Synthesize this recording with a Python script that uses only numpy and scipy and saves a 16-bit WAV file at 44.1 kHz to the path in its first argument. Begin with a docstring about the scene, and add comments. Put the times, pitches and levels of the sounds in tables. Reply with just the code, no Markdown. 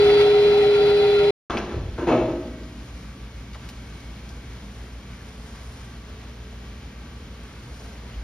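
"""Drum of a rug centrifuge at full speed: siren tone, air rush, draining water, motor lines, inverter whine.
Tones are wavering sines; air and ventilation are coloured noise; water and cloth are filtered grains.
After a short silence, a humming workshop: noise bursts for steel clamp blows, decaying modes for drum and
handles, thuds and clicks of frame and lid, then the wrapped rug rustling and scraping out over the rim."""
import sys
import numpy as np
from scipy import signal
from scipy.fft import rfft, irfft, next_fast_len
from scipy.io import wavfile
from scipy.ndimage import uniform_filter1d

SR = 44100
rng = np.random.default_rng(int(sys.argv[2]) if len(sys.argv) > 2 else 0)


def transcribe(signal):
    """Save signal, clipped to [-1, 1], as a 16-bit WAV file at the path in sys.argv[1]."""
    frames = np.atleast_2d(signal).T
    limited = np.clip(frames, -1, 1)
    pcm = np.round(limited * 32767).astype(np.int16)
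    wavfile.write(sys.argv[1], SR, pcm)


N = 362943
TIME = np.arange(N) / SR
SPIN_END_S, SHOP_START_S = 1.3065, 1.4985
BAND_LIMIT_HZ = 15800

# drum tone: (time [s], frequency [Hz])
DRUM_TONE = [(0.02, 409.6), (0.244, 412.3), (1.3, 408.8)]
# brief surges of the rush: (peak time [s], length [s], level re steady rush [dB])
SURGES = [(0.051, 0.21, -11), (0.218, 0.06, -8.5)]
# air dragged round the drum: (frequency [Hz], relative density [dB per Hz])
AIR = [(25, -34.5), (42, -16.5), (55, -3), (150, -1.5), (340, -1.5), (560, -2.5), (900, -2), (1100, -11),
       (2000, -10.5), (2600, -4.5), (3700, -9), (4800, -12.5), (5500, -20.5), (6500, -26.5), (7800, -26),
       (11000, -32.5), (15500, -47)]
# housing resonances excited by the air: (frequency [Hz], width [Hz], boost [dB])
HOUSING = [(740, 52, 3.4), (1364, 240, 8.5), (2035, 380, 3.7), (3400, 240, 5.9)]
# motor and frame lines: (frequency [Hz], level [dB])
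MOTOR = [(53, -47), (73, -46.5), (129.2, -41.5), (166.9, -42.5), (247.5, -48.5), (297.5, -44.5),
         (441.8, -38), (489.9, -47), (522, -47), (601, -44.5), (671, -51.5), (840, -55), (936.7, -49),
         (1496, -53)]
# panel resonances under uneven load:
# (first frequency [Hz], last frequency [Hz], first level [dB], last level [dB], throb depth [0-1])
THROBS = [(297.8, 296, -36.5, -52, 0.1), (608, 614, -49.5, -44, 0.9), (742, 778, -40, -36.5, 0.9),
          (1320, 1395, -41.5, -42, 1), (2060, 2050, -51, -53.5, .8), (2470, 2510, -49, -45.5, .9),
          (3320, 3000, -48.5, -53, .8)]
# inverter switching whine and sidebands: (frequency [Hz], level at right port [dB])
INVERTER = [(3738, -65.5), (3838, -60), (3938.7, -49), (4038, -41), (4137.5, -58), (4237.6, -53)]
# thin gliding squeal: (time [s], frequency [Hz], level at right port [dB])
SQUEAL = [(0.02, 4596, -39.5), (0.07, 4600, -52), (0.12, 4606, -41), (0.19, 4609, -40), (0.25, 4610, -51.5),
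          (0.39, 4617, -56), (0.5, 4610, -48), (0.65, 4640, -63), (0.79, 4629, -47), (1.13, 4620, -50.5),
          (1.22, 4570, -60)]
# two-port image of the running machine:
# (frequency [Hz], likeness [0-1], phase lead of left [rad], left over right [dB])
SPIN_PORTS = [(150, 1, 0, 0.2), (417, 0.98, 0.36, 1.5), (505, 0.9, 1, 3.5), (634, 0.8, 0.5, 6),
              (1100, 0.88, 0.8, 7.5), (1450, 0.88, 1.1, 6), (2190, 0.86, 0.3, -1.5), (2380, .35, 4, 1),
              (2880, 0.68, 3, 0), (3580, 0.3, 3, 0.5), (4700, 0.35, 2.8, -1), (5300, .65, .4, -1),
              (6200, .8, 1.6, 0), (7700, 1, 3.14, 0), (10000, .9, 4.8, 0), (11100, 1, 6.28, 0),
              (12500, .4, 7.5, 0)]
# two-port image of the workshop: same columns
SHOP_PORTS = [(250, 1, 0, 0), (430, .92, 0, 0), (730, .65, 0, .8), (1450, .7, .2, 1.8), (2000, .77, .3, .4),
              (3200, .47, 1.6, .8), (4400, .38, 1.1, .5), (4850, .35, -.2, .3), (5400, .7, .5, 0),
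              (6000, .75, 1.45, 0), (7700, 1, 3.14, 0), (9500, .85, 4.55, 0), (11100, 1, 6.28, 0),
              (12500, .4, 7.5, 0)]
# two-port image of the clamp: same columns
CLAMP_PORTS = [(400, 1, 0, 0), (750, .9, 0, 2), (1900, .85, .1, 0), (3200, .6, .9, 0), (4500, .62, .8, 0),
               (4900, .72, -.2, .5), (6000, .75, 1.45, 0), (7700, 1, 3.14, 0), (11100, 1, 6.28, 0)]
# workshop ventilation: (frequency [Hz], relative density [dB per Hz])
VENT = [(25, -40), (40, -4.5), (55, -4), (72, 2.5), (100, -4.5), (210, -4), (330, -14), (700, -19.5),
        (2100, -23), (3200, -24), (5300, -29.5), (6500, -31), (8000, -37), (11000, -42.5), (15500, -53)]
# hum of mains and a fan: (frequency [Hz], level [dB])
HUM = [(59.2, -42), (118.4, -49.5), (232.3, -56)]
# idle drive tones: (frequency [Hz], level from afar [dB], level at the drum mouth [dB])
IDLE = [(432.5, -65, -61), (1152, -66, -65), (1562, -66.5, -67.5), (1927, -70, -71), (2216, -65, -74),
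        (2344, -69.5, -67)]
# steel clamp blows: (time [s], relative level [dB], rattle decay [s], favoured contact frequency [Hz],
# energy fed to drum re blow [dB])
CLANKS = [(1.488, -16.5, 0.023, 1260, -17), (1.507, -23.5, 0.01, 1700, -17), (1.531, -25, 0.015, 1490, -20),
          (1.549, -12.5, 0.0069, 225, -27), (1.569, -18, 0.0063, 1600, -30), (1.598, -29, .012, 1800, -19),
          (1.645, -31.5, 0.021, 338, -31), (1.692, -30, 0.016, 1900, -18), (1.712, -30, 0.015, 1490, -9),
          (1.742, -21.5, 0.0066, 240, -22), (1.765, -23, 0.0083, 234, -23), (1.978, -27, 0.035, 1500, -19),
          (1.984, -22.5, 0.021, 500, -14), (2.020, -22.5, 0.036, 318, -32), (2.070, -12.5, 0.031, 784, -11),
          (2.085, -31, 0.02, 2710, -16), (2.102, -14, 0.024, 560, -4), (2.117, -10, 0.0073, 804, -4.5),
          (2.160, -20, 0.013, 380, -11), (2.210, -22, 0.01, 696, 2), (2.275, -20.5, 0.019, 380, -15)]
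# colour of a blow on the frame: (frequency [Hz], relative density [dB per Hz])
FRAME = [(40, -26), (120, 0), (190, -4.5), (240, 1), (340, 7.5), (420, -1), (520, 2.5), (850, -2),
         (1100, -5.5), (1400, -7), (1800, -10), (2700, -9.5), (3300, -14.5), (4300, -18.5), (5500, -20.5),
         (6700, -16.5), (7700, -38), (9000, -23), (15000, -54)]
# damped resonances of clamp screw and handles: (frequency [Hz], width [Hz], boost [dB])
STEEL = [(1055, 50, 4.5), (1296, 63, 2), (1770, 110, 0), (2600, 140, -1), (3450, 130, 6.5), (4100, 200, 7)]
# drum and lid modes: (frequency [Hz], relative level [dB], t60 [s])
DRUM = [(243, -12.5, 2.34), (276, -11.5, 1.4), (292, -12.5, 2.47), (342, 3, 0.72), (372, -6, 0.75),
        (503, -4, 0.94), (578, -12.5, 1.2), (632, 0, 0.83), (642, -12, 1.5), (666, -19, 0.54),
        (723, -13, 0.5), (775, -12, 0.63), (840, -15.5, 0.95), (915, -12, 0.61), (1184, -23, 1.1),
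        (1278, -21.5, 1.33), (1700, -28, .45), (2560, -19, .4), (2670, -22, 0.5), (3500, -25, 0.65),
        (3960, -28, 0.45)]
# knocks and clicks of clamp, lid and latch:
# (time [s], relative level [dB], decay [s], centre [Hz], width of first filter [octaves])
TICKS = [(1.507, -24.5, 0.0022, 3300, 0.34), (1.571, -25.5, 0.0099, 2580, 0.71),
         (1.575, -30.5, 0.0043, 4840, 0.34), (1.586, -36, .004, 6000, .3), (2.633, -45, .006, 4330, 0.74),
         (3.532, -45.5, .012, 4000, 1.3), (3.544, -47, 0.014, 2800, 2), (3.547, -40, 0.01, 1000, 3.0),
         (3.556, -41.5, 0.0098, 700, 2.6), (3.598, -47, 0.0071, 900, 1.2), (3.689, -37, 0.007, 3500, 2.2),
         (3.699, -43, .006, 5000, 2), (4.002, -48, .008, 4000, 1.8), (4.291, -43.5, 0.0081, 4400, 1.4),
         (7.434, -48, .003, 8000, 0.74), (7.742, -51, .01, 4500, 1), (7.795, -50, .014, 5200, .8),
         (7.838, -51, .016, 5000, .7), (8.142, -44, 0.0054, 2700, .6)]
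# dull thuds of frame and floor: (time [s], relative level [dB], frequency [Hz], decay [s])
THUDS = [(1.551, -24, 220, .04), (1.735, -23, 75.7, 0.02), (1.772, -28.5, 139.6, .04),
         (1.766, -7.5, 91, 0.0064), (1.775, -27, 49, 0.074), (1.836, -19.5, 96, 0.022),
         (1.881, -17.5, 74, 0.016), (2.101, -32.5, 123, 0.22), (2.198, -34, 70, 0.16),
         (4.307, -33, 71, .05), (4.615, -37, 201, 0.055), (5.12, -37, 183, 0.061),
         (7.071, -32, 68.5, 0.056), (7.221, -34, 62, .05), (7.655, -38.5, 127, .04), (8.16, -28, 55.5, .06)]
# handles striking their stops: (time [s], relative level [dB])
CHINKS = [(2.087, -32), (2.118, -36), (2.185, -37), (2.223, -40)]
# handle modes: (frequency [Hz], relative level [dB], t60 [s])
HANDLE = [(2585, -2, .12), (2652, -1.5, 0.11), (2740, -4, .1), (3440, -12, .08), (3970, -14, .08)]
# workshop reverberation: (frequency [Hz], t60 [s])
ROOM = [(100, 1), (350, 1), (700, 0.66), (1500, 0.69), (3000, 0.77), (6000, 0.83), (14000, 0.31)]
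# handling and pulls of the wrapped rug:
# (peak time [s], length [s], cloth rustle level [dB], rim scrape level [dB])
PULLS = [(2.95, 0.73, -57, -70), (3.898, 0.83, -56.5, -76), (4.34, 0.21, -56, -54), (4.804, 0.44, -55, -57),
         (5.45, 0.67, -53, -61), (5.76, 0.5, -51, -66), (6.45, 0.89, -85, -58.5), (7.2, 0.69, -80, -58),
         (7.55, 0.28, -59, -62), (7.822, 0.35, -50.5, -51), (8.038, 0.22, -70, -54)]
# rustle of the cloth wrap: (frequency [Hz], relative density [dB per Hz])
RUSTLE = [(100, 12), (350, -9), (900, 5.5), (2500, -5.5), (5500, -3), (8000, -5), (11000, -12.5),
          (15500, -33)]
# rug rubbing along the inside of the drum: (peak time [s], length [s], level [dB])
RUBS = [(4.6, .2, -59), (4.87, .25, -57), (5.22, .3, -58), (5.58, .25, -60), (7.5, .25, -57)]

# tone and rush sink as water leaves the rug; surges lift the tone by a share of their height
TONE_START_DB, TONE_DB_PER_S, TONE_SURGE_SHARE = -14, -1.83, 0.28
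AIR_START_DB, AIR_DB_PER_S, WATER_RE_AIR_DB = -28, -1.5, -26
THROB_PER_S, PANEL_SETTLE_S = 7.1, 0.99
COMPANION_ABOVE_HZ, COMPANION_DB = 303, -55.5
# second fan, beating against the hum; weaker at the drum mouth
FAN_HZ, FAN_FAR_DB, FAN_NEAR_DB = 52.3, -46, -51
# microphone move to the drum mouth
MOVE_MID_S, MOVE_LENGTH_S = 5, 0.57
# harder contacts have a higher pitch and stay bright further up: corner at a 1 kHz contact, growth exponent
DULL_HZ_AT_1_KHZ, DULL_POWER = 1880, 1.57
GRIT_DB = 2  # unevenness of the tiny contacts in a rattle
PULL_RISE = 0.59  # rise side of a pull: builds slowly, lets go faster


def amp(db):
    """Decibels to gain."""
    return 10 ** (np.asarray(db) / 20)


def unit(x):
    """Scales to rms 1."""
    return x / np.sqrt(np.mean(x ** 2) + 1e-20)


def read(points, hz):
    """Reads a table on a log-frequency axis."""
    f, value = np.transpose(points)
    return np.interp(np.log(hz + 1), np.log(f + 1), value)


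def curve(rows):
    """Each column of a control table at every sample."""
    s, *columns = np.transpose(rows)
    return [np.interp(TIME, s, c) for c in columns]


def add(mix, s, sound):
    """Places a sound at time s."""
    part = mix[max(round(s * SR), 0):][:len(sound)]
    part += sound[:len(part)]


def drift(hz):
    """Slow chance of rms 1, up to about hz."""
    count = 2048
    f = np.fft.rfftfreq(count, TIME[-1] / count)
    slow = irfft(rfft(rng.standard_normal(count)) / (1 + (f / hz) ** 4))
    return np.interp(TIME, np.linspace(0, TIME[-1], count), unit(slow))


def swell(peak_s, length_s, rise=0.41):
    """A smooth hump of height 1; rise and 1 - rise share length_s between its two sides."""
    rise = np.clip(rise, .1, .9)
    side_s = length_s * np.where(TIME < peak_s, rise, 1 - rise)
    return np.exp(-((TIME - peak_s) / side_s) ** 2)


def peaks_db(rows, hz):
    """Boost in dB of a set of resonances."""
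    return sum(db / (1 + (2 * (hz - centre) / width) ** 2) for centre, width, db in rows)


def ports(pair, field):
    """Two unrelated versions of a sound become left and right: partly alike, shifted in phase and level."""
    size = next_fast_len(N, True)
    hz = np.fft.rfftfreq(size, 1 / SR)
    a, b = rfft(pair, size)
    f, *columns = np.transpose(field)
    same, turn, tilt_db = (np.interp(hz, f, c) for c in columns)
    same, left = np.clip(same, 0, 1), amp(tilt_db / 2)
    right = (same * a + np.sqrt(1 - same ** 2) * b) * np.exp(-1j * turn) / left
    balance = np.sqrt((left ** 2 + left ** -2) / 2)  # keeps mean power of the ports
    return irfft(np.array([a * left, right]) / balance, size)[:, :N]


def noise(colour_db, field, ripple_db=2, ripple_hz=14):
    """Coloured noise of rms 1 at the two ports; standing waves ripple its spectrum."""
    size = next_fast_len(N, True)
    hz = np.fft.rfftfreq(size, 1 / SR)
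    ripple = np.interp(hz, np.arange(4096) * ripple_hz, rng.standard_normal(4096))
    colour = amp(colour_db(hz) + ripple_db * ripple * hz / (hz + 300))
    white = rng.standard_normal((2, size))
    return unit(ports(irfft(rfft(white) * colour, size), field))


def lines(rows, waver, waver_hz):
    """Steady tones that waver in phase and strength."""
    out = np.zeros(N)
    for hz, db in rows:
        angle = 2 * np.pi * (hz * TIME + rng.random()) + waver * drift(waver_hz)
        strength = 1 + waver * drift(waver_hz) / 2
        out += amp(db) * np.sqrt(2) * strength * np.sin(angle)
    return out


def grains(per_s, spread_db):
    """Sparse clicks of very uneven size at each port."""
    size = amp(spread_db * np.minimum(rng.exponential(1, (2, N)), 4))
    hits = rng.random((2, N)) < per_s / SR
    return unit(size * rng.standard_normal((2, N)) * hits)


def band(x, hz, octaves):
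    """A broad resonance around hz."""
    edges = np.clip([hz / 2 ** (octaves / 2), hz * 2 ** (octaves / 2)], 1, SR / 2 - 1)
    return signal.sosfilt(signal.butter(1, edges, "band", fs=SR, output="sos"), x)


def drum_tone(surge):
    """The perforated drum sings like a siren; right lags left in phase."""
    level_db = TONE_START_DB + TONE_DB_PER_S * TIME
    level_db = level_db + 20 * np.log10(1 + abs(TONE_SURGE_SHARE) * surge)
    angle = 2 * np.pi * np.cumsum(curve(DRUM_TONE)[0]) / SR + 0.1 * drift(hz=30)
    return np.sqrt(2) * amp(level_db + 0.5 * drift(hz=29.4)) * np.sin([angle, angle - .3])


def air_rush(air_db):
    """Air dragged round the drum excites the housing resonances."""
    colour = lambda f: read(AIR, f) + peaks_db(HOUSING, f)
    rush = noise(colour, SPIN_PORTS, ripple_db=3.0, ripple_hz=18)
    return rush * amp(air_db + 0.7 * drift(hz=39.9))


def draining_water(air_db):
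    """Water spatters into the drain as sparse grains in a broad resonance."""
    drops = grains(per_s=320, spread_db=2.0)
    for _ in range(2):
        drops = band(drops, hz=2530, octaves=0.74)
    return unit(drops) * amp(air_db + WATER_RE_AIR_DB)


def throbbing():
    """Panels buzz in uneven bursts, about one for each turn of the uneven load, and creep in pitch."""
    turn = 2 * np.pi * THROB_PER_S * TIME + 1.0 * drift(hz=5)
    emptied, out = np.clip(TIME / PANEL_SETTLE_S, 0, 1), np.zeros(N)
    for first_hz, last_hz, first_db, last_db, depth in THROBS:
        bursts = unit(1 + np.clip(depth, 0, 1) * np.sin(turn + 2 * np.pi * rng.random()))
        hz = first_hz + (last_hz - first_hz) * emptied
        level_db = first_db + (last_db - first_db) * emptied + 2.6 * drift(hz=8.7)
        angle = 2 * np.pi * np.cumsum(hz) / SR + 0.87 * drift(hz=26)
        out += np.sqrt(2) * bursts * amp(level_db) * np.sin(angle)
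    return out


def motor():
    """Motor and frame lines with throbbing panels, unrelated versions spread over the ports."""
    return ports([lines(MOTOR, waver=0.68, waver_hz=11.0) + throbbing() for _ in range(2)], SPIN_PORTS)


def squeal():
    """Two thin, unsteady tones that glide together; the lower one flares and fades."""
    hz, db = curve(SQUEAL)
    low_angle = 2 * np.pi * np.cumsum(hz) / SR + 0.25 * drift(hz=15)
    low = amp(db + 1.0 * drift(hz=24)) * np.sin(low_angle)
    high_angle = 2 * np.pi * np.cumsum(hz + COMPANION_ABOVE_HZ) / SR + 0.7 * drift(hz=16)
    high = amp(COMPANION_DB + 3.1 * drift(hz=13)) * np.sin(high_angle)
    return np.sqrt(2) * (low + high)


def inverter_whine():
    """Switching tones and squeal, louder at the left port and there first."""
    whine = lines(INVERTER, waver=0.32, waver_hz=22) + squeal()
    return np.array([whine * amp(2.5), np.roll(whine, 2)])


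def spinning():
    """The running centrifuge: shared surges lift tone, air and water."""
    surge = sum(amp(db) * swell(s, length) for s, length, db in SURGES)
    air_db = AIR_START_DB + AIR_DB_PER_S * TIME + 20 * np.log10(1 + surge)
    return drum_tone(surge) + air_rush(air_db) + draining_water(air_db) + motor() + inverter_whine()


def clamp():
    """Each blow is a short, uneven rattle of steel on steel."""
    blows, t = np.zeros(N), np.arange(SR // 4) / SR
    hz = np.fft.rfftfreq(len(t), 1 / SR)
    for s, db, rattle_s, contact_hz, _ in CLANKS:
        dull_hz = DULL_HZ_AT_1_KHZ * (contact_hz / 10 ** 3) ** DULL_POWER
        contact_db = 7 / (1 + (7 * (hz / contact_hz - 1)) ** 2)
        colour = amp(read(FRAME, hz) + peaks_db(STEEL, hz) + contact_db)
        colour = colour / np.sqrt(1 + (hz / dull_hz) ** 2)
        chatter = irfft(np.exp(2j * np.pi * rng.random(len(hz))) * colour, len(t))
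        smooth = uniform_filter1d(rng.standard_normal(len(t)), size=110)
        grit = amp(GRIT_DB * unit(uniform_filter1d(smooth, size=90)))
        envelope = np.exp(-t / rattle_s) * (1 - np.exp(-t / 0.0015))
        add(blows, s, amp(db) * unit(chatter * grit) * envelope)
    return blows


def drum_ring():
    """Every blow feeds energy into the modes of the drum, which lose it at their own pace."""
    fed, out = np.zeros(N), np.zeros(N)
    for s, db, *_, ring_db in CLANKS:
        add(fed, s, amp(db + ring_db) ** 2 * np.full(1024, 1 / 1024))
    for hz, db, t60_s in DRUM:
        energy = signal.lfilter([1], [1, -np.exp(-np.log(1e6) / (t60_s * SR))], fed)
        angle = 2 * np.pi * (hz * TIME + rng.random()) + 0.44 * drift(hz=8.6)
        out += amp(db + 1.75 * drift(hz=9.2)) * np.sqrt(energy) * np.sin(angle)
    return out


def room(x):
    """Dense reflections, each band dying at its own speed."""
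    hz, t, z = signal.stft(rng.standard_normal(SR), SR, nperseg=256)
    decay = amp(-60 * t / read(ROOM, hz)[:, None])
    tail = signal.istft(z * decay, SR, nperseg=256)[1]
    tail *= 1 - np.exp(-np.arange(len(tail)) / SR / 0.001)
    return signal.fftconvolve(x, tail / np.linalg.norm(tail))[:N]


def workshop():
    """Ventilation roar with mains hum, two fans beating and thin idle-drive tones."""
    vent = noise(lambda f: read(VENT, f), SHOP_PORTS) * amp(-41.5 + 0.67 * drift(hz=6.5))
    near = np.clip((TIME - MOVE_MID_S) / MOVE_LENGTH_S + .5, 0, 1)
    vent -= 0.15 * near * band(vent, hz=170, octaves=1.7)  # a little thinner around 170 Hz after the move
    fan_db = FAN_FAR_DB + (FAN_NEAR_DB - FAN_FAR_DB) * near
    fan = np.sqrt(2) * amp(fan_db) * np.sin(2 * np.pi * (FAN_HZ * TIME + rng.random()))
    idle = [(hz, far_db + (near_db - far_db) * near) for hz, far_db, near_db in IDLE]
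    # deep waver: the thin tones swell and fade
    whine = ports([lines(idle, waver=0.99, waver_hz=3.04) for _ in range(2)], SHOP_PORTS)
    return vent + fan + whine + lines(HUM, waver=0.25, waver_hz=2.4)


def ticks():
    """Light contacts that do not ring."""
    out, t = np.zeros(N), np.arange(SR // 8) / SR
    for s, db, decay_s, hz, octaves in TICKS:
        contact = band(band(rng.standard_normal(len(t)), hz, octaves), hz, 0.78 * octaves)
        add(out, s, amp(db) * unit(contact) * np.exp(-t / decay_s))
    return out


def thuds():
    """Low, quickly damped swings of the heavy frame."""
    out, t = np.zeros(N), np.arange(SR // 3) / SR
    for s, db, hz, decay_s in THUDS:
        envelope = np.exp(-t / decay_s) * (1 - np.exp(-t / 0.0061))
        add(out, s, amp(db) * np.sin(2 * np.pi * hz * t) * envelope)
    return out


def chinks():
    """The loose steel handles ring briefly."""
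    out, t = np.zeros(N), np.arange(SR // 4) / SR
    for s, db in CHINKS:
        ring = np.zeros(len(t))
        for hz, mode_db, t60_s in HANDLE:
            ring += amp(db + mode_db - 60 * t / t60_s) * np.sin(2 * np.pi * (hz * t + rng.random()))
        add(out, s, ring * (1 - np.exp(-t / 0.0008)))
    return out


def rug():
    """Cloth catches and slips over the rim of the drum: a fine rustle above a dull scrape."""
    power = sum(np.outer(amp(levels_db), swell(s, length, PULL_RISE)) ** 2
                for s, length, *levels_db in PULLS)
    cloth, weight = np.sqrt(power)
    rustle = noise(lambda f: read(RUSTLE, f), SHOP_PORTS) * amp(1.7 * drift(hz=45))
    slips = band(grains(per_s=820, spread_db=-1.5), hz=440, octaves=0.57)
    scrape = unit(ports(slips, SHOP_PORTS))
    return rustle * cloth + scrape * weight


def rubbing():
    """Cloth slips in coarse clumps over the perforated wall, hollow inside the drum."""
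    level = sum(amp(db) * swell(s, length, PULL_RISE) for s, length, db in RUBS)
    slips = grains(per_s=900, spread_db=1.5)
    for _ in range(2):
        slips = band(slips, hz=1650, octaves=1.3)
    return unit(ports(slips, SHOP_PORTS)) * level * amp(2.5 * drift(hz=25))


def scene():
    """The spin, a short silence, then the unloading."""
    blows, ring = clamp(), drum_ring()
    clicks, low = ticks() + chinks(), thuds()
    near = amp(-5.0) * blows + amp(-9.5) * ring + clicks + low
    sent = amp(-3.5) * blows + amp(-11.5) * clicks + amp(-5.5) * low  # into the room
    contacts = ports([near + room(sent), amp(1.5) * room(sent)], CLAMP_PORTS)
    unloading = contacts + workshop() + rug() + rubbing()
    fade = lambda on: uniform_filter1d(on.astype(float), size=64)
    return spinning() * fade(TIME < SPIN_END_S) + unloading * fade(TIME > SHOP_START_S)


def record(dry):
    """Linear-phase low-pass at the band limit."""
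    lowpass = signal.firwin(511, BAND_LIMIT_HZ, window=("kaiser", 9), fs=SR)
    return signal.oaconvolve(dry, lowpass[None], "same")


dry = scene()
out = record(dry)
transcribe(out)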